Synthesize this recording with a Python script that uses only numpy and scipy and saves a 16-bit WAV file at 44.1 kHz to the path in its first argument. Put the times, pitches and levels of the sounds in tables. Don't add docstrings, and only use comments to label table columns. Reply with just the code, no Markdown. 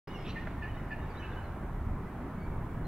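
import sys
import numpy as np
from scipy import signal
from scipy.fft import rfft, irfft
from scipy.io import wavfile
from scipy.ndimage import uniform_filter1d

SR = 44100
rng = np.random.default_rng(int(sys.argv[2]) if len(sys.argv) > 2 else 0)


def pcm_store(signal):
    levels = np.round(np.clip(np.atleast_2d(signal), -1, 1) * 32767)
    wavfile.write(sys.argv[1], SR, levels.astype(np.int16).T)


N = 126567


def amp(db):
    return 10 ** (np.asarray(db) / 20)


def unit(x):
    return x / np.sqrt(np.mean(x ** 2) + 1e-20)


def look_up(rows, hz, column=1):
    table = np.transpose(rows)
    return np.interp(np.log(hz + 1), np.log(table[0] + 1), table[column])


def add(mix, start_s, sound):
    part = mix[round(start_s * SR):][:len(sound)]
    part += sound[:len(part)]


def fade(t, rise_s, fall_s):
    fade_in = np.sin(np.pi / 2 * np.clip(t / rise_s, 0, 1))
    fade_out = np.sin(np.pi / 2 * np.clip((t[-1] - t) / fall_s, 0, 1))
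    return fade_in * fade_out


def wander(size, hz):
    freqs = np.fft.rfftfreq(SR, 1 / SR)
    spectrum = rfft(rng.standard_normal(SR)) * np.exp(-(freqs / hz) ** 2)
    return unit(irfft(spectrum))[:size]


def ring(x, hz, width_hz):
    turn = np.exp(2j * np.pi * np.cumsum(hz * np.ones(len(x))) / SR)
    decay = np.exp(-np.pi * width_hz / SR)
    ringing = signal.lfilter([1], [1, -2 * decay, decay ** 2], x / turn)
    return unit((turn * ringing).real)


# frequency in Hz, relative level in dB.
RUMBLE_TONE = [(12, -29), (20, 4), (59, -0.5), (103, -3), (140, -5), (232, -9), (274, -10.5), (324, -13),
               (393, -14.5), (505, -22), (725, -19), (1010, -20), (1380, -24.5), (2270, -35), (2470, -40.5),
               (3170, -47.5), (4430, -56), (5090, -58), (15500, -56.5)]
# frequency in Hz, level in dB of what differs between the ears against what they share.
RUMBLE_WIDTH = [(60, -28.3), (120, -28.5), (200, -26), (380, -16), (700, -12.7), (1290, -12), (2380, -6),
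                (4400, -.3), (8000, .3)]
# frequency in Hz, left minus right level in dB.
RUMBLE_BALANCE = [(200, -.48), (1200, -1.1), (2800, -1.5), (7000, -.1)]
# time in seconds, then change in dB of bass, low middle, middle and treble.
RUMBLE_DRIFT = [(.07, -4, -2.5, 0.5, 7), (.35, -1.5, 1.5, 0.5, 8.5), (.55, .5, -2, -1, 4.5),
                (0.952, -1.5, -1.5, .5, 2.5), (1.25, -1.5, -3, 1, 7), (1.47, .5, -4, .5, 3),
                (1.62, -3, -1.5, 0, 0.5), (1.82, 3.5, -1, -0.5, 0.5), (2.2, -2.5, 1, 0, 1.5),
                (2.58, 2, 1, 0, 1), (2.85, 0.5, 0, 0, 1)]
# frequency in Hz, then shares of bass, low middle, middle and treble.
DRIFT_SHARES = [(110, 1, 0, 0, 0), (180, 0, 1, 0, 0), (280, 0, 1, 0, 0), (500, 0, 0, 1, 0),
                (1600, 0, 0, 1, 0), (2800, 0, 0, 0, 1), (4500, 0, 0, 0, 1), (7500, 0, 0, 0, 0)]


def rumble(db=-37.5, flicker_db=1.17):
    size, hop = 4096, 1024
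    hz = np.fft.rfftfreq(size, 1 / SR)
    t = np.arange(N // hop + 5) * hop / SR
    a, b, c, d, flicker = rng.standard_normal((len(t), len(hz), 5)).T
    shared = a + 1j * b
    side = (c + 1j * d) * amp(look_up(RUMBLE_WIDTH, hz))[:, None]
    low_cut = hz ** 2 / (hz ** 2 + 14 ** 2)
    tone = amp(look_up(RUMBLE_TONE, hz)) * low_cut
    balance = amp(np.outer([.5, -.5], look_up(RUMBLE_BALANCE, hz)))
    slices = np.array([shared + side, shared - side]) * (tone * balance)[:, :, None]
    times, *bands = np.transpose(RUMBLE_DRIFT)
    drift_db = sum(np.outer(look_up(DRIFT_SHARES, hz, column), np.interp(t, times, band))
                   for column, band in enumerate(bands, 1))
    flicker = uniform_filter1d(flicker, size=3, axis=1)
    flicker = unit(uniform_filter1d(flicker, size=24, axis=0))
    slices *= amp(drift_db + flicker_db * flicker)
    air = signal.istft(slices, nperseg=size, noverlap=size - hop)[1][:, :N]
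    return amp(db) * unit(air)


WAVER_SHARE, WAVER_HZ = 0.0063, 120
# start in seconds, length in seconds, first, middle and last pitch in Hz, level in dB.
THIN_WHISTLES = [ (0.064, 0.075, 2810, 2910, 2960, -60), (0.106, 0.019, 3500, 3660, 3800, -64),
                 (0.12, 0.14, 6150, 5350, 5130, -72), (0.136, 0.044, 2950, 2843, 2700, -54),
                 (.150, .100, 2070, 2200, 2130, -59), (0.179, 0.076, 2890, 2910, 2870, -75),
                 (.185, 0.059, 3200, 3280, 3300, -67), (.312, .026, 2740, 2320, 2100, -67),
                 (0.349, 0.031, 2010, 2064, 1960, -51), (.418, 0.018, 2950, 2900, 2870, -59),
                 (0.685, 0.041, 3040, 2970, 2870, -61), (0.749, 0.023, 3670, 3730, 3800, -68),
                 (0.769, 0.027, 3060, 2960, 2930, -62), (.975, 0.068, 2820, 2810, 2720, -66.5),
                 (0.998, 0.065, 3720, 3680, 3860, -72.5), (1.098, 0.034, 5100, 4510, 4580, -70),
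                 (1.136, .044, 3880, 3620, 3650, -67), (1.17, 0.026, 3900, 3920, 3900, -60),
                 (1.190, 0.086, 3103, 2900, 3020, -57.5), (1.192, 0.033, 6200, 6000, 5800, -74),
                 (1.219, 0.05, 2530, 2652, 2610, -52.5), (0.762, 0.044, 1990, 1985, 1980, -57.5),
                 (1.294, 0.021, 2970, 2890, 2900, -62), (1.320, 0.028, 3550, 3520, 3470, -67),
                 (1.353, 0.07, 2840, 2996, 2850, -62), (1.432, .058, 4120, 4100, 3800, -73),
                 (2.052, 0.036, 1940, 2000, 2050, -60), (2.377, 0.104, 2230, 2250, 2365, -62),
                 (2.395, 0.077, 4520, 4500, 4420, -77), (2.841, 0.057, 4120, 4240, 4700, -66.5)]


def whistle(length, first_hz, middle_hz, last_hz, db):
    t = np.arange(0, length, 1 / SR)
    bend = np.polyfit([0, .5, 1], [first_hz, middle_hz, last_hz], 2)
    hz = np.polyval(bend, t / length) * (1 + WAVER_SHARE * wander(len(t), WAVER_HZ))
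    tone = unit(np.sin(2 * np.pi * np.cumsum(hz) / SR))
    flutter = 1 + 0.31 * wander(len(t), WAVER_HZ)
    edge_s = 0.29 * length
    return amp(db) * fade(t, edge_s, edge_s) * tone * flutter


def puffs(t, rate_hz, depth=0.53):
    count = np.cumsum(rate_hz * (1 + 0.088 * wander(len(t), rate_hz))) / SR
    pulses = abs(np.sin(np.pi * count)) ** 2.4
    return (1 - depth + depth * pulses) * rng.standard_normal(len(t))


# start in seconds, length in seconds, middle pitch in Hz, level in dB, share spent swelling.
THROAT_RASPS = [(0.072, .026, 5160, -65.5, 0.33), (.232, 0.082, 2710, -49, 0.9),
                (0.236, 0.075, 3500, -57.5, 0.53), (0.255, 0.078, 3940, -56.5, 0.76),
                (0.263, 0.065, 5600, -65, 0.36), (1.217, 0.025, 2350, -58, 0.46),
                (1.21, .19, 3900, -78, .25)]


def rasp(length, middle_hz, db, swell, climb=0.067):
    t = np.arange(0, length, 1 / SR)
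    hz = middle_hz * (1 + climb * (t / length - .5))
    throat = ring(puffs(t, rate_hz=80), hz, width_hz=600)
    return amp(db) * fade(t, swell * length, (1 - swell) * length) * throat


# pitch in Hz, width in Hz, relative level in dB.
BUZZ_RINGS = [(2500, 240, 5.5), (2790, 150, 1.5), (4450, 700, -14.5)]
# start in seconds, length in seconds, low pitch in Hz, end pitch in Hz, level in dB,
# level of the buzz against the tone in dB.
REEDY_NOTES = [(0.356, 0.0637, 1808, 2030, -41, -13.5), (.617, 0.08, 1740, 1974, -44, -9),
               (.905, 0.05, 1743, 1820, -42, -8)]


def reedy_note(length, low_hz, end_hz, db, buzz_db, buzz_hz=154, overtone_db=-33, sag_db=-13):
    t = np.arange(0, length, 1 / SR)
    scoop_hz = 128 * np.exp(-t / .005)
    hz = low_hz + (end_hz - low_hz) * (t / length) ** 3 + scoop_hz
    hz *= 1 + WAVER_SHARE * wander(len(t), WAVER_HZ)
    phase = 2 * np.pi * np.cumsum(hz) / SR
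    tone = unit(np.sin(phase) + amp(overtone_db) * np.sin(2 * phase))
    flutter = 1 + .3 * wander(len(t), buzz_hz)
    air = puffs(t, buzz_hz)
    buzz = unit(sum(amp(level) * ring(air, pitch, width) for pitch, width, level in BUZZ_RINGS))
    loudness = amp(db + sag_db * (t / length) ** 2) * fade(t, rise_s=0.011, fall_s=0.0079)
    return loudness * (tone * flutter + amp(buzz_db) * buzz)


# pitch in Hz, width in Hz, relative level in dB.
KNOCK_RINGS = [(658, 150, -9), (1500, 560, -9.5), (2240, 1100, -20)]


def knock(db=-34, rise_s=.001, decay_s=0.0062):
    t = np.arange(0, .06, 1 / SR)
    hit = np.minimum(t / rise_s, 1) * np.exp(-t / decay_s)
    body = sum(amp(level) * ring(hit * rng.standard_normal(len(t)), pitch, width)
               for pitch, width, level in KNOCK_RINGS)
    strength = np.sqrt(np.mean(hit ** 2))
    return amp(db) * strength * unit(body)


def hoarse_slide(length_s=.27, first_hz=1720, last_hz=1486, db=-54.5):
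    t = np.arange(0, length_s, 1 / SR)
    hz = np.linspace(first_hz, last_hz, len(t))
    tone = ring(rng.standard_normal(len(t)), hz, width_hz=190)
    return amp(db) * fade(t, rise_s=0.036, fall_s=0.062) * tone


# frequency in Hz, seconds the echo takes to fall by 60 dB.
ECHO_FADE = [(500, 0.49), (2000, 0.96), (6000, 0.57)]


def echo(sound, db=-7, bounces_per_s=2000, build_s=0.0073):
    bounces = rng.standard_normal((2, SR)) * (rng.random((2, SR)) < bounces_per_s / SR)
    bounces = bounces + 0.53 * bounces[::-1]
    hz, t, slices = signal.stft(bounces, SR, nperseg=256)
    dying = amp(-60 * t / look_up(ECHO_FADE, hz)[:, None])
    building = np.minimum(t / build_s, 1)
    tail = signal.istft(slices * dying * building, SR, nperseg=256)[1]
    tail /= np.linalg.norm(tail[0])
    return amp(db) * signal.fftconvolve(sound[None], tail, axes=1)[:, :N]


# frequency in Hz, left minus right level in dB, left's lead in radians.
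SONG_DIRECTION = [(1790, -1.2, -.1), (2800, -1.5, -0.57), (4000, -3.5, -0.93), (5400, -4, -1.05)]


def scene():
    song = np.zeros(N)
    for voice, rows in ((whistle, THIN_WHISTLES), (rasp, THROAT_RASPS), (reedy_note, REEDY_NOTES)):
        for start_s, *settings in rows:
            add(song, start_s, voice(*settings))
    add(song, .4705, knock())
    add(song, 1.17, hoarse_slide())
    hz = np.fft.rfftfreq(N, 1 / SR)
    left_lead = look_up(SONG_DIRECTION, hz, column=2)
    left = amp(look_up(SONG_DIRECTION, hz) / 2) * np.exp(.5j * left_lead)
    placed = rfft(song + echo(song)) * np.array([left, 1 / left])
    return irfft(placed, N) + rumble()


def record(dry, silence_s=.0725, rise_s=.0015, top_hz=15800):
    opening = np.clip((np.arange(N) / SR - silence_s) / rise_s, 0, 1)
    treble_cut = signal.firwin(511, top_hz, window=("kaiser", 9), fs=SR)
    return signal.oaconvolve(dry * opening, treble_cut[None], "same")


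dry = scene()
out = record(dry)
pcm_store(out)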